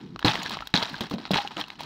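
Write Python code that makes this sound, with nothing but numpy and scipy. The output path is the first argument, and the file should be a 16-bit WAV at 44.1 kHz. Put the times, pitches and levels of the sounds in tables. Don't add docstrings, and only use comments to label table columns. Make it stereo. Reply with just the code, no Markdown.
import sys
import numpy as np
from scipy import signal
from scipy.fft import rfft, irfft, next_fast_len
from scipy.io import wavfile
from scipy.ndimage import map_coordinates

SR = 44100
rng = np.random.default_rng(int(sys.argv[2]) if len(sys.argv) > 2 else 0)


def linear_from_db(decibels):
    return 10 ** (np.asarray(decibels, float) / 20)


def int16_out(signal):
    q = np.round(np.clip(np.atleast_2d(signal).T, -1, 1) * 32767)
    wavfile.write(sys.argv[1], SR, q.astype(np.int16))


N = 81585
TIME = np.arange(N) / SR

# frequency in Hz, level in dB per Hz.
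WET_COLOUR = [(300, -38), (900, 21), (4000, -1.5), (16000, -10.5)]


def unit(x):
    return x / np.sqrt(np.mean(x ** 2) + 1e-20)


def along(points, hz):
    f, v = np.transpose(points)
    return np.interp(np.log(hz + 1), np.log(f + 1), v)


def curve(rows, s):
    return np.interp(s, *np.transpose(rows))


def wobble(rate):
    knots = rng.standard_normal(int(N * rate / SR) + 4)
    return map_coordinates(knots, [np.arange(N) * rate / SR])


def coloured(x, db_of_hz):
    m = 2 * next_fast_len(N // 2 + 4096)
    gain = linear_from_db(db_of_hz(np.fft.rfftfreq(m, 1 / SR)))
    cep = irfft(np.log(gain + 1e-6), m)
    cep[..., 1:m // 2] *= 2
    cep[..., m // 2 + 1:] = 0
    return irfft(rfft(x, m) * np.exp(rfft(cep)), m)[..., :N]


def wide_noise(side, colour):
    parts = rng.standard_normal((3, N))
    return unit(coloured(parts[0] + side * parts[1:], lambda f: along(colour, f)))


def rings(s, hz, gain, t60, place, size):
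    lag_s, lag_scatter_s, pan_db, rise_s = .00005, .00004, 0.5, 0.00011
    hz = np.minimum(hz, 17000)[:, None]
    out = []
    for side in (.5, -.5):
        start = s + side * (lag_s + lag_scatter_s * place[:, 0])
        index = np.floor(s * SR).astype(int)[:, None] - 16 + np.arange(size)
        t = np.maximum(index / SR - start[:, None], 0)
        level = (gain * linear_from_db(side * pan_db * place[:, 1]))[:, None]
        envelope = linear_from_db(-60 * t / t60[:, None]) * (1 - np.exp(-t / rise_s))
        wave = level * envelope * np.sin(2 * np.pi * hz * t)
        out.append(np.bincount(np.clip(index, 0, N).ravel(), wave.ravel(), N + 1)[:N])
    return np.array(out)


def air():
    hiss = coloured(rng.standard_normal((2, N)), lambda f: along(WET_COLOUR, f))
    return linear_from_db(-63) * unit(hiss)


def wind():
    thuds = coloured(rng.standard_normal((2, N)), lambda f: along([(25, 3), (60, 12), (110, -44)], f))
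    puff_db = 16 * np.exp(-((TIME - .63) * 14) ** 2)
    return unit(thuds) * linear_from_db(-58.5 + 3.7 * wobble(9.6) + puff_db)


def groan():
    # time in seconds, level in dB.
    sag = [(0, -42), (.16, -47), (.18, -54.5), (.46, -41.5), (.6, -46.5), (.72, -59), (.8, -48),
           (1.0, -52.5), (1.2, -45), (1.5, -52), (1.7, -53), (1.85, -43)]
    # frequency in Hz, level in dB per Hz.
    groan_colour = [(30, -35), (150, -0.5), (305, -2.5), (500, -18), (800, -85.5)]
    low = wide_noise(0.035, groan_colour)
    return low * linear_from_db(curve(sag, TIME) + 1.13 + 3.96 * wobble(26.3))


def treads():
    # start in seconds, peak in dB, hollow pitch in Hz, t60 in seconds.
    boot_falls = [(0.246, -12.5, 305, 0.081), (.248, -18.5, 115.7, 0.17), (.345, -38, 214, .08),
                  (.385, -32.5, 187, .15), (0.74, -19, 187, 0.087), (.74, -18, 283, 0.037),
                  (0.776, -27.5, 246.6, 0.086), (.93, -34.5, 215, 0.059), (1.009, -22.5, 228, 0.12),
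                  (1.112, -25.5, 288, 0.12), (1.139, -22, 223, 0.085), (1.184, -33.5, 220, 0.11),
                  (1.3074, -16.5, 195, 0.09), (1.334, -23, 286.6, 0.092), (1.568, -30.5, 336, 0.069),
                  (1.59, -32, 308, 0.11)]
    # ratio to its pitch, level in dB.
    hollow_modes = [(1, 4), (1.6, -6), (2.6, -12.5)]
    # frequency in Hz, level in dB per Hz.
    thud_colour = [(50, -32), (150, 13), (320, 4), (800, -3.5), (1500, -42.5)]
    tread_db, thud_db = -1.5, -4.5
    out = np.zeros(N + SR)
    t = np.arange(SR // 3) / SR
    rough = unit(coloured(rng.standard_normal(N), lambda f: along(thud_colour, f)))
    rough = np.pad(rough, (0, SR))
    for s, db, hz, t60 in boot_falls:
        i = round(s * SR)
        ring = 0
        for ratio, level in hollow_modes:
            fade = linear_from_db(level - 60 * t * np.sqrt(ratio) / t60)
            ring = ring - fade * np.sin(2 * np.pi * ratio * hz * t)
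        thud = linear_from_db(thud_db - 40 * t / t60) * np.clip(t * hz, 0, 1) * rough[i:i + len(t)]
        out[i:i + len(t)] += linear_from_db(db + tread_db) * (ring + thud)
    return out[:N] * np.ones((2, 1))


def crushing_db():
    # start in seconds, strength in dB, hold in seconds, fall in dB/s.
    plate_breaks = [(0, -53.5, 0.014, 79), (0.203, -50.5, 0.02, 200), (0.246, -24.5, 0.021, 300),
                    (0.277, -24, 0.02, 400), (0.332, -32, 0.013, 84), (0.444, -37.5, 0.027, 298),
                    (0.505, -35, 0.032, 405), (0.571, -49.5, 0.08, 143), (0.7388, -25, 0.014, 167),
                    (0.818, -33, 0.025, 146), (0.927, -40.5, 0.0067, 92), (1.007, -36, 0.012, 213),
                    (1.109, -39.5, 0.025, 402), (1.185, -47, 0.016, 100), (1.255, -48, 0.019, 501),
                    (1.307, -36, 0.049, 300), (1.335, -28, 0.046, 319), (1.442, -43, 0.028, 207),
                    (1.509, -45.5, 0.027, 295), (1.563, -37, 0.052, 340), (1.667, -50.5, 0.078, 198),
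                    (1.789, -43, .07, 98)]
    s, db, hold, fall = np.transpose(plate_breaks)[:, :, None]
    t = TIME - s
    onset = np.clip(t / 0.00051, 0, 1)
    power = linear_from_db(2 * (db - fall * np.maximum(t - hold, 0))) * onset
    return 10 * np.log10(power.sum(0) + 1e-9)


def crunch(count=6000):
    grit_db, spread_db, slush_db = 1.5, 2.6, -2.5
    grit_hz, grit_octaves, grit_cycles = 2297, 1.147, 5.46
    u, g = rng.random((count, 2)), rng.standard_normal((count, 3))
    s = u[:, 0] * (N - 1) / SR
    level_db = crushing_db()
    clump_db = np.clip(1.8 * wobble(90) + 2.2 * wobble(350), -15, 4)
    hz = np.clip(grit_hz * 2 ** (grit_octaves * g[:, 0]), 750, 9000)
    size = linear_from_db(-spread_db * np.log(u[:, 1] + .03)) * np.sign(g[:, 0] * g[:, 1])
    life = np.clip(grit_cycles * 3 / hz, 0, .011)
    norm = np.sqrt(np.mean(size ** 2 * life) * count / (N / SR) / 28)
    grain_db = grit_db + (level_db + clump_db)[(s * SR).astype(int)]
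    grit = rings(s, hz, size / norm * linear_from_db(grain_db), life, g[:, 1:], size=400)
    slush = wide_noise(1.6, WET_COLOUR)
    return grit + slush * linear_from_db(level_db + slush_db + .7 * clump_db)


def shards():
    # start in seconds, level in dB, pitch in Hz.
    ringing = [
        (.288, -17.5, 830),
        (.431, -23, 6870),
        (.461, -19.5, 1703),
        (.623, -23, 1330),
        (.835, -32, 1020),
        (.942, -24.5, 1610),
        (1.385, -15, 819),
        (1.401, -23.5, 814),
        (1.449, -21.5, 811),
    ]
    s, db, hz = np.transpose(ringing)
    t60 = .042 * (1000 / hz) ** 0.67
    return rings(s, hz, linear_from_db(db), t60, rng.standard_normal((len(s), 2)), size=3000)


def ice_dust():
    # start in seconds, peak in dB.
    sprays = [(0.191, -46), (0.2486, -29), (.355, -46), (.394, -53), (0.43, -42.5), (0.456, -49),
              (.494, -41), (.499, -42), (.519, -41), (.570, -52), (.608, -55), (.701, -63), (0.828, -42),
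              (.893, -44), (0.979, -49), (1.070, -53.5), (1.097, -52), (1.138, -51), (1.315, -37),
              (1.417, -50), (1.475, -46), (1.596, -40), (1.682, -53), (1.702, -58), (1.833, -50),
              (0.508, -46), (0.6716, -45.5), (0.9328, -44.5), (1.007, -34.5), (1.11, -43), (1.3084, -32.5),
              (1.3354, -47), (1.805, -39)]
    spray_db, spray_t60 = 11, 0.026
    s, db = np.transpose(sprays)[:, :, None]
    t = TIME - s
    fade = linear_from_db(db + spray_db - 60 * np.maximum(t, 0) / spray_t60)
    shape = (fade * np.clip(t / .002, 0, 1)).sum(0)
    dust = wide_noise(1.6, [(3000, -5), (7000, -11.5)])
    return dust * shape * linear_from_db(5.7 * wobble(250))


def ticks():
    # start in seconds, peak in dB, brightest frequency in Hz.
    fractures = [(0.2814, -9, 3050), (0.319, -19, 3230), (0.332, -23, 1520), (0.3424, -17, 3360),
                 (0.3546, -10.5, 2030), (0.418, -20, 2000), (0.4574, -21, 1670), (0.5177, -22, 3480),
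                 (0.5254, -24.5, 2520), (0.5374, -25, 2860), (0.5504, -24, 2130), (0.5698, -29, 4360),
                 (0.605, -22.5, 2100), (0.7399, -17, 3900), (0.7554, -8, 3540), (0.7655, -9, 3880),
                 (0.7744, -10, 3600), (0.7804, -18, 3880), (0.8265, -14, 3280), (0.832, -14, 4750),
                 (0.8545, -19, 4020), (0.9637, -25, 3180), (0.981, -28, 4420), (1.07, -32, 2890),
                 (1.1384, -23.5, 4600), (1.2406, -32, 4160), (1.2617, -30, 3540), (1.3144, -14.5, 3820),
                 (1.3344, -13.5, 2500), (1.3428, -8.5, 2100), (1.3438, -12.5, 2520), (1.347, -22, 4770),
                 (1.3534, -16, 1940), (1.3589, -12, 1480), (1.3635, -15.5, 1480), (1.3691, -12, 2780),
                 (1.371, -14, 4030), (1.3754, -16, 3970), (1.3794, -16, 3000), (1.3874, -14, 2100),
                 (1.3914, -30, 4010), (1.4174, -20.5, 4110), (1.432, -29, 4590), (1.517, -34, 3140),
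                 (1.6122, -21, 3140), (1.662, -33.5, 3150), (1.7937, -36, 4750), (1.8327, -26.5, 4560)]
    # ratio to the brightest frequency, level in dB.
    click_parts = [(.3, -13.5), (.6, -3), (1, 3), (1.25, -4.5), (2.6, -15)]
    tick_db, cycles, late_s = -1, 3.2, .0008
    s, db, hz = np.transpose(fractures)
    place = 0.25 * rng.standard_normal((len(s), 2))
    out = np.zeros((2, N))
    for ratio, level in click_parts:
        pitch = ratio * hz
        out += rings(s + late_s, pitch, linear_from_db(db + tick_db + level), cycles * 3 / pitch, place, size=300)
    return out


def cracks(count=9):
    # start in seconds, level in dB, shard pitch in Hz.
    sheet_cracks = [(0.1607, -25.5, 1150), (0.1928, -26, 1460), (0.2187, -33.5, 1110), (0.2273, -21, 1670),
                    (0.2479, -14, 4080), (0.2518, -16, 2000), (0.2653, -19, 2430), (0.2775, -14, 1190),
                    (0.2814, -14, 3470), (0.3358, -21.5, 1370), (0.343, -23, 770), (0.3555, -16, 1980),
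                    (0.4613, -20, 1620), (0.4985, -31, 3730), (0.507, -24, 1060), (0.5705, -23, 1100),
                    (0.5891, -26.5, 2070), (0.6073, -26, 1140), (0.6232, -34, 1300), (0.6723, -31, 5040),
                    (0.7401, -10.5, 3850), (0.7449, -26, 3830), (0.7562, -15, 1650), (0.7621, -13.5, 4280),
                    (0.7743, -22, 3600), (0.7851, -26, 3830),
                    (0.8103, -21, 1030), (0.8264, -18.5, 1010), (0.8554, -25, 4030), (0.9048, -32, 4500),
                   (0.9431, -24, 1500), (1.0067, -26, 894), (1.0223, -28.5, 3760), (1.1125, -25, 1090),
                   (1.1832, -25, 1070), (1.2533, -23.5, 1450), (1.2772, -33, 1300), (1.3075, -17, 680),
                   (1.3144, -32, 3930), (1.3352, -15, 1020), (1.2934, -41, 3800), (1.359, -16, 1020),
                   (1.3706, -27, 3900), (1.4176, -31, 950), (1.4497, -32, 860), (1.475, -25, 2880),
                   (1.508, -36, 980), (1.569, -23, 2920), (1.5828, -25, 800), (1.5955, -29, 820),
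                   (1.6121, -23.5, 3160), (1.6398, -25.5, 2780), (1.682, -37.5, 1020), (1.7027, -26, 2180),
                   (1.7554, -33.5, 3000), (1.8066, -25, 915)]
    clink_db, clink_t60 = 1.5, 0.016
    snap_db, snap_cycles, snap_hz, snap_octaves = -3.5, 2.26, 3120, 0.91
    s, db, hz = np.transpose(sheet_cracks)
    place = rng.standard_normal((len(s), 2))
    out = rings(s, hz, linear_from_db(db + clink_db), clink_t60 * np.sqrt(1000 / hz), place, size=1200)
    for k in range(count):
        a, b, c = rng.standard_normal((3, len(s)))
        step = (k + .5) / count * 3.274 - 1.6 + 0.14 * a
        pitch = np.sqrt(snap_hz * hz) * 2 ** (snap_octaves * step)
        gain = linear_from_db(db + snap_db + 3 * c) * np.sign(c + a)
        out += rings(s + .0004 * abs(b), pitch, gain, snap_cycles * 3 / pitch, place, size=500)
    return out


def ground_scatter(ice):
    t = np.arange(SR // 10) / SR
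    tail = rng.standard_normal((2, len(t))) * linear_from_db(-60 * t / .03)
    echo = signal.fftconvolve(ice, tail / np.linalg.norm(tail[0]), axes=1)[:, :N]
    return linear_from_db(-11) * echo


def scene():
    ice = crunch() + shards() + ice_dust() + ticks() + cracks()
    return air() + wind() + groan() + treads() + ground_scatter(ice) + ice


def band_limit(x):
    return signal.sosfilt(signal.butter(12, 16500, fs=SR, output="sos"), x)


def record(dry):
    # frequency in Hz, level in dB.
    port_response = [(20, -12.5), (90, -2.5), (900, -2), (2300, -2.5), (4200, 6.5), (5200, 2.5), (6500, -3),
                     (9500, -12), (15600, -6.5), (16500, -45)]
    # frequency in Hz, left over right in dB.
    left_over_right = [(60, 5), (180, 3), (550, 3.5), (1650, -5.5), (4970, -9), (15000, -1.5)]
    halves = np.array([[.5], [-.5]])
    heard = coloured(dry, lambda f: along(port_response, f) + halves * along(left_over_right, f))
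    return band_limit(np.tanh(heard))


dry = scene()
out = record(dry)
int16_out(out)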